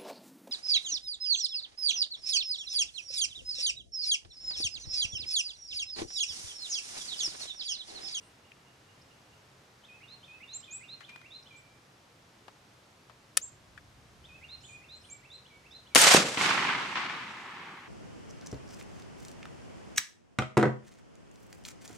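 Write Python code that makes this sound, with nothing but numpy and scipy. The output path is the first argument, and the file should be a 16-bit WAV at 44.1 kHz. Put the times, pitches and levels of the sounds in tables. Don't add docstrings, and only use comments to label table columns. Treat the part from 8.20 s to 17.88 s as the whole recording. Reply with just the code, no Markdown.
import sys
import numpy as np
from scipy import signal
from scipy.fft import rfft, irfft, next_fast_len
from scipy.io import wavfile
from scipy.ndimage import map_coordinates

SR = 44100
rng = np.random.default_rng(int(sys.argv[2]) if len(sys.argv) > 2 else 0)


def wav_out(sig):
    wavfile.write(sys.argv[1], SR, np.round(np.clip(np.atleast_2d(sig).T, -1, 1) * 32767).astype(np.int16))


N = 426884
SHOT_S = 7.757

# freq_hz, correlation
REPORT_CORRELATION = [(300, .99), (550, 0.88), (1000, .35), (2000, 0.19), (4000, 0.2), (8000, 0.55)]
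# freq_hz, level_db
TRUNK_SPECTRUM = [(60, -45), (300, -35), (620, -12.5), (850, 0.5), (1130, 3.5), (1500, 1), (2200, 3),
                  (3500, -3), (6000, -12), (10000, -32), (15000, -61)]
# freq_hz, level_db
ROLL_SPECTRUM = [(25, -50.5), (60, -24), (130, -1), (200, 2), (380, -0.5), (600, -11.5), (2000, -56.5)]


def amp(db):
    return 10 ** (np.asarray(db) / 20)


def unit(x):
    return x / np.sqrt(np.mean(x ** 2) + 1e-20)


def along(points, hz):
    freq_hz, value = np.transpose(points)
    return np.interp(np.log(hz + 1), np.log(freq_hz + 1), value)


def tint(points):
    return lambda f: amp(along(points, f))


def pan(left_db):
    return amp(np.array([np.atleast_1d(left_db), -np.atleast_1d(left_db)]) / 2)


def add(track, start_s, sound):
    start = max(round(start_s * SR), 0)
    track[..., start:start + sound.shape[-1]] += sound[..., :N - start]


def since(start_s):
    return np.maximum(np.arange(N) / SR - start_s, 0)


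def swell(start_s, db, rise_s, t60_s, hold_s=0):
    return np.minimum(since(start_s) / rise_s, 1) * amp(db - 60 * since(start_s + rise_s + hold_s) / t60_s)


def wobble(rate_hz):
    return map_coordinates(rng.standard_normal(int(N * rate_hz / SR) + 4), [np.arange(N) * rate_hz / SR])


def filtered(x, response):
    n = x.shape[-1]
    size = next_fast_len(n + 4096)
    return irfft(rfft(x, size) * response(np.fft.rfftfreq(size, 1 / SR)), size)[..., :n]


def highpass(x, hz, order=1):
    return filtered(x, lambda f: (1j * f / (1j * f + hz)) ** order)


def resonance(f, hz, width_hz):
    return 1j * f * width_hz / (hz * hz - f * f + 1j * f * width_hz)


def noise(colour, correlation, size=N):
    def mid_side(f):
        angle = np.arccos(np.clip(along(correlation, f), -1, 1)) / 2
        return colour(f) * np.array([np.cos(angle), np.sin(angle)])
    mid, side = filtered(rng.standard_normal((2, size)), mid_side)
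    return unit(np.array([mid + side, mid - side]))


def burst(colour, t60_s, correlation=REPORT_CORRELATION):
    t = np.arange(SR // 2) / SR
    return noise(colour, correlation, size=len(t)) * amp(-60 * t / t60_s)


def mode(hz, db, t60_s):
    t = np.arange(SR // 2) / SR
    return amp(db - 60 * t / t60_s) * np.sin(2 * np.pi * (hz * t + rng.random()))


def absorb(x, loss_db):
    f, t, spectra = signal.stft(x, SR, nperseg=256)
    frame_loss_db = np.interp(t, np.arange(N) / SR, loss_db)
    spectra *= amp(-np.outer((f / 1e4) ** 1.45, frame_loss_db))
    return signal.istft(spectra, SR, nperseg=256)[1][:, :N]


def air():
    # freq_hz, level_db
    hush_spectrum = [(25, -25.5), (60, -11.5), (125, -1.5), (170, -8), (450, -10.5), (1200, -13),
                     (5880, -22.5), (13000, -36), (15000, -48.5)]
    # freq_hz, correlation
    hush_correlation = [(180, 0.98), (550, .58), (1650, .15), (12000, 0.7)]
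    # start_s, level_db, rise_s, t60_s
    rumble_swell = (5, -62, 0.55, 14)
    hush = amp(-59.5 + 0.27 * wobble(2.4)) * noise(tint(hush_spectrum), hush_correlation)
    rumble = noise(tint([(25, -16), (75, 0.5), (170, -7.5), (350, -31.5), (1500, -70.5)]), [(100, 0.84)])
    return hush + swell(*rumble_swell) * amp(1.3 * wobble(1.99)) * rumble


def whistle(contour, length_s, hz, db, waver=0.005, hurry=1, droop=0):
    u = np.linspace(0, 1, int(length_s * SR))
    glide = np.interp(1 - (1 - u) ** hurry, np.linspace(0, 1, len(contour)), contour) * (1 - droop * u)
    pitch_hz = hz * glide * (1 + waver * map_coordinates(rng.standard_normal(21), [u * 20]))
    soft_ends = np.sin(np.pi / 2 * np.clip(np.minimum(u, 1 - u) / 0.13, 0, 1))
    return amp(db) * soft_ends * glide ** 3 * np.sin(2 * np.pi * np.cumsum(pitch_hz) / SR)


def wood_reverb(x):
    # freq_hz, t60_s
    decay = [(2500, 0.73), (4000, 0.48), (8000, 0.25)]
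    f, t, spectra = signal.stft(rng.standard_normal((2, SR // 2)), SR, nperseg=256)
    tail = signal.istft(spectra * amp(-60 * t / along(decay, f)[:, None]), SR, nperseg=256)[1]
    return signal.fftconvolve(x[None], tail / np.linalg.norm(tail[0]), axes=1)[:, :N]


def birds():
    # delay_s, length_s, top_hz, sag_hz, level_db, fade_db, droop_ratio, hurry_share, contour_ratios
    syllables = [(0.0, 0.048, 2900, 180, -44.5, 6, 0, 0, [.7, .74, .83, .97, 1]),
                 (.073, .08, 4220, 70, -45, -1.5, 0, 1, [.82, .93, .99, 1]),
                 (.227, .023, 3830, 280, -42, 8, 0, 0, [.78, .85, 0.99]),
                 (.274, .09, 2600, 150, -45, 9.5, .11, 0, [1, .945, .955, .985, 1, 1])]
    # start_s, tiredness, level_db, hurry
    bouts = [
        [(1.408, 0.05, -6.5, 1.03), (1.802, 0.05, -3.5, 1.15), (2.201, 0.2, 0.5, 0.8), (2.606, 0.37, 0.5, 1.18),
         (3.03, 0.63, 0, 0.77)],
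        [(5.812, 0.04, -5.5, 1.3), (6.21, .33, 0.5, 1.23), (6.612, 0.79, -1.5, 1.15), (7.025, 0.92, -1.5, 0.78),
         (7.433, 0.9, -2.5, 0.78)],
    ]
    # start_s, length_s, top_hz, level_db, hurry
    chips = [(2.332, 0.044, 7540, -37, 1.1), (2.506, 0.069, 7940, -37.5, 0.7),
             (3.357, 0.038, 7900, -57, 0.88), (5.213, 0.04, 7630, -35, 0.86),
             (6.745, 0.04, 7870, -59, 0.73), (6.897, 0.041, 7550, -43, 1.1), (7.12, .045, 7960, -61, .7)]
    chip_contour = [.8, .94, .99, 1]
    ticks = [.812, 2.403, 3.225, 6.405, 6.812, 7.51]
    # start_s, length_s, pitch_hz, level_db
    thin_calls = [(.005, 0.077, 8900, -62.5), (6.417, 0.11, 7310, -53), (6.82, 0.085, 8900, -59)]
    near, far = np.zeros(N), np.zeros(N)
    for bout in bouts:
        for k, (start_s, tired, phrase_db, hurry) in enumerate(bout):
            phrase = syllables if k else syllables[2:]
            for delay_s, length_s, hz, sag_hz, db, fade_db, droop, hurry_share, contour in phrase:
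                note = whistle(contour, length_s * (1 - 0.15 * tired), hz - sag_hz * tired,
                               phrase_db + db - fade_db * tired,
                               hurry=hurry ** hurry_share, droop=droop * tired)
                add(near, start_s + delay_s, note)
    for start_s, length_s, hz, db, hurry in chips:
        add(near, start_s, whistle(chip_contour, length_s, hz, db, hurry=hurry))
    for start_s in ticks:
        add(near, start_s, whistle([0.88, 1], length_s=0.0139, hz=5600, db=-57, waver=0.043))
    for start_s, length_s, hz, db in thin_calls:
        for ratio, voice_db in [(1, 0), (1.16, -4)]:
            voice = whistle([0.95, 0.93, 0.94, 0.98], length_s, hz * ratio, db + voice_db, waver=0.015)
            add(far, start_s, voice)
    for k in range(6):
        add(far, k * 0.22, whistle(chip_contour, length_s=0.0465, hz=2900, db=-65.5))
    direct = amp(-2.5 + 1.16 * wobble(60)) * near
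    return (direct + wood_reverb(amp(-6) * near + far)) * pan(-3)


def trunk_clicks(rate_hz, spread_db):
    hit = rng.random((2, N)) < rate_hz / SR
    return unit(hit * rng.standard_normal((2, N)) * amp(spread_db * rng.random(N)))


def woods():
    # start_s, level_db, rise_s, t60_s, bass_db, loss_10khz_db, left_db
    tree_lines = [(8.159, -26.5, 0.079, 3.07, -14, -2.5, -2.5), (8.44, -26.5, 0.049, 0.7, -18, 21.5, 1),
                  (8.75, -31, 0.022, 1.6, -20.5, 11.5, 3), (9.1, -41.5, 0.31, 3.7, -14.5, 27.5, 0.5)]
    # start_s, level_db, rise_s, t60_s
    booms = [(7.757, -36, .006, .27), (7.948, -30, 0.014, 0.51)]
    air_loss_db_per_s, merge_s = 33, 0.62
    starts_s, *_, bass_db, treble_loss_db, left_db = np.transpose(tree_lines)
    power = np.array([swell(*line[:4]) ** 2 for line in tree_lines])
    share = power / (power.sum(0) + 1e-20)
    loss_db = treble_loss_db @ share + air_loss_db_per_s * since(starts_s @ share)
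    clicks = trunk_clicks(rate_hz=220, spread_db=9)
    crackle = unit(filtered(clicks, lambda f: tint(TRUNK_SPECTRUM)(f) * resonance(f, 1300, 2300)))
    wash = noise(tint(TRUNK_SPECTRUM), [(1000, 0.75), (4000, 0.056)])
    distinct = 0.68 * np.exp(-since(starts_s[0]) / merge_s)
    trunks = (wash + distinct * crackle) / np.sqrt(1 + distinct ** 2)
    trunks *= amp(0.82 * wobble(350) + 0.82 * wobble(80))
    roll = unit(noise(tint(ROLL_SPECTRUM), REPORT_CORRELATION) * amp(1.1 * wobble(40)))
    roll_power = amp(bass_db) ** 2 @ power + sum(swell(*boom) ** 2 for boom in booms)
    echoes = absorb(trunks, loss_db) * np.sqrt(power.sum(0)) * pan(left_db @ share)
    return echoes + np.sqrt(roll_power) * roll


def slap_echoes():
    # start_s, level_db, loss_10khz_db
    slaps = [(8.173, -16, 12), (8.21, -14.5, 18), (8.258, -14.5, 12), (8.29, -14, 14), (8.306, -12, 16),
             (8.346, -16, 45), (8.375, -11, 45), (8.423, -16, 45), (8.449, -14.5, 40), (8.488, -16, 45),
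             (8.755, -17.5, 16)]
    bump_fade_db_per_s, lead_samples = 19.5, 64
    out = np.zeros((2, N))
    for start_s, db, loss_db in slaps:
        clap = amp(-7) * burst(tint(TRUNK_SPECTRUM), 0.072, [(1000, 0.83), (4000, 0.12)])
        bump = amp(-10.5 - bump_fade_db_per_s * (start_s - SHOT_S)) * burst(tint(ROLL_SPECTRUM), 0.087)
        echo = np.pad(amp(db) * (clap + bump), [(0, 0), (lead_samples, 0)])
        dulled = filtered(echo, lambda f: amp(-loss_db * (f / 1e4) ** 1.45))
        add(out, start_s - lead_samples / SR, dulled)
    return highpass(out, hz=80, order=2) * pan(-0.98)


def thuds():
    # start_s, level_db, pitch_hz, t60_s
    pushes = [(7.7562, -21, 240, 0.028), (7.9467, 0.5, 424, 0.012), (7.976, -17, 227, 0.032),
              (7.9814, -19.5, 200, 0.043)]
    swings, hum = np.zeros(N), np.zeros((2, N))
    t = np.arange(SR // 2) / SR
    for start_s, db, hz, t60_s in pushes:
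        add(swings, start_s, amp(db - 60 * t / t60_s) * np.sin(2 * np.pi * hz * t))
    add(hum, 7.955, amp(-30.5) * burst(lambda f: resonance(f, 487, 300) ** 2, t60_s=0.67))
    return hum + highpass(swings, hz=100, order=3)


def bullet_crack():
    # freq_hz, level_db
    stubble_spectrum = [(50, -41), (140, -15), (300, -18), (560, -5), (1050, -3.5), (2050, -2.5),
                        (4000, -5), (7700, -7.5), (12000, -21.5), (15500, -37)]
    # start_s, level_db, rise_s, t60_s, lift_10khz_db
    brush = [(7.829, -20, 0.018, 0.36, -6.5), (7.915, -22, 0.032, .03, 22), (8.02, -35, 0.045, 3.6, 4),
             (8.14, -28.5, 0.093, 0.81, 5)]
    flight_s, dulling_s, near_loss_db, far_loss_db = 0.18, 0.28, -9, 14
    flown = np.minimum(since(SHOT_S) / flight_s, 1)
    ground = swell(SHOT_S, -20.5 + 4 * flown, rise_s=0.024, t60_s=0.39, hold_s=flight_s)
    brush_power = np.array([swell(*echo[:4]) ** 2 for echo in brush])
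    power = ground ** 2 + brush_power.sum(0) + 1e-20
    lift_db = np.array([echo[-1] for echo in brush]) @ brush_power / power
    loss_db = far_loss_db + (near_loss_db - far_loss_db) * np.exp(-since(SHOT_S) / dulling_s) - lift_db
    left_db = (0.5 - 2.5 * flown) * np.exp(-since(SHOT_S + flight_s) / 0.03)
    roughness = amp(1.2 * wobble(900) + 1.07 * wobble(90))
    scatter = unit(noise(tint(stubble_spectrum), REPORT_CORRELATION) * roughness)
    return absorb(scatter, loss_db) * np.sqrt(power) * pan(left_db)


def rifle_action():
    # start_s, level_db, centre_hz, width_hz, t60_s
    taps = [(.318, -43.5, 2580, 350, 0.025), (2.806, -44, 1750, 1300, 0.12),
            (2.892, -44.5, 2300, 1700, .095), (2.960, -36, 1680, 1400, 0.018),
            (3.015, -43.5, 1690, 1100, .018), (4.281, -39, 890, 1100, 0.041), (4.897, -45, 900, 700, 0.058),
            (5.577, -39, 1770, 500, 0.039)]
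    # start_s, level_db, t60_s, body_db
    clicks = [(5.1705, -16.5, 0.011, -8), (5.1734, -12.5, 0.012, -6), (7.7492, -13.5, 0.015, -2.5),
              (7.816, -15.5, .022, -8.5)]
    # centre_hz, width_hz, level_db
    steel_bands = [(6740, 1200, 0), (8760, 1100, 0), (9700, 1200, 3)]
    # pitch_hz, level_db, t60_s
    spring = (8760, -26, .055)
    # pitch_hz, level_db
    receiver = [(545, -12.5), (1300, -10), (1790, -4.5), (2520, -4.5), (3050, -5.5), (3680, -5),
                (4600, -3.5), (5760, -2)]
    # freq_hz, level_db
    snap_spectrum = [(400, -36.5), (1500, -5.5), (8000, -2), (14500, -18)]
    # pitch_hz, level_db
    shot_ring = [(4413, -37), (8403, -33)]
    out = np.zeros((2, N))
    for start_s, db, hz, width_hz, t60_s in taps:
        tap = burst(lambda f: np.abs(resonance(f, hz, width_hz)) ** 1.18 / (1 + (f / 6500) ** 2), t60_s)
        add(out, start_s, amp(db - 3) * tap)

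    def steel(f):
        return sum(amp(db) * np.abs(resonance(f, hz, width_hz)) ** 2 for hz, width_hz, db in steel_bands)
    for start_s, db, t60_s, body_db in clicks:
        ring = burst(steel, t60_s, [(8000, 1.0)]) + mode(*spring)
        hollow = sum(mode(hz, mode_db, t60_s=0.031 * (hz / 1000) ** -0.3) for hz, mode_db in receiver)
        snap = amp(-0.5) * burst(tint(snap_spectrum), t60_s * 1.4)
        tail = amp(-19.5) * burst(tint(snap_spectrum), 0.1)
        body = amp(-4) * hollow + snap + tail
        add(out, start_s, amp(db) * (ring + amp(body_db) * body))
    add(out, SHOT_S, sum(mode(hz, db, t60_s=0.65) for hz, db in shot_ring))
    return highpass(out, hz=330) * pan(6.1)


def muzzle_blast():
    # start_s, level_db, t60_s, loss_10khz_db
    arrivals = [(7.7566, -8, 0.045, -2), (7.7619, -4, 0.027, 6), (7.777, -10, 0.015, 13),
                (7.846, -14.5, 0.05, 34), (7.8693, -10, 0.028, 28), (7.946, -3, 0.003, 17.5),
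                (7.972, -13, 0.045, 26.5)]
    # freq_hz, level_db
    puff_spectrum = [(40, -48), (130, -10), (300, -2), (1150, 3), (2700, 0.5), (6500, -3.5), (11000, -12),
                     (15500, -30)]
    front_s, lead_samples = 0.00011, 64
    out = np.zeros((2, N))
    for start_s, db, t60_s, loss_db in arrivals:
        puff = burst(tint(puff_spectrum), t60_s)
        u = np.arange(puff.shape[-1]) / SR / front_s
        front = 1.4 * (1 - u) * np.exp(-u)
        blast = np.pad(puff + front, [(0, 0), (lead_samples, 0)])
        dulled = filtered(blast, lambda f: amp(-loss_db * f / 1e4))
        add(out, start_s - lead_samples / SR, amp(db) * dulled)
    return highpass(out, hz=130) * pan(1.4)


def scene():
    shot = rifle_action() + muzzle_blast() + thuds() + bullet_crack()
    return shot + woods() + slap_echoes() + birds() + air()


def record(dry):
    ceiling, release_db_per_s, cutoff_hz = 0.9, 260, 15700
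    over_db = 20 * np.log10(np.maximum(np.abs(dry).max(0) / ceiling, 1))
    release_db = release_db_per_s * since(0)
    duck_db = np.maximum.accumulate(over_db + release_db) - release_db
    return filtered(dry * amp(-duck_db), lambda f: 1 / (1 + (f / cutoff_hz) ** 80))


dry = scene()
out = record(dry)
wav_out(out)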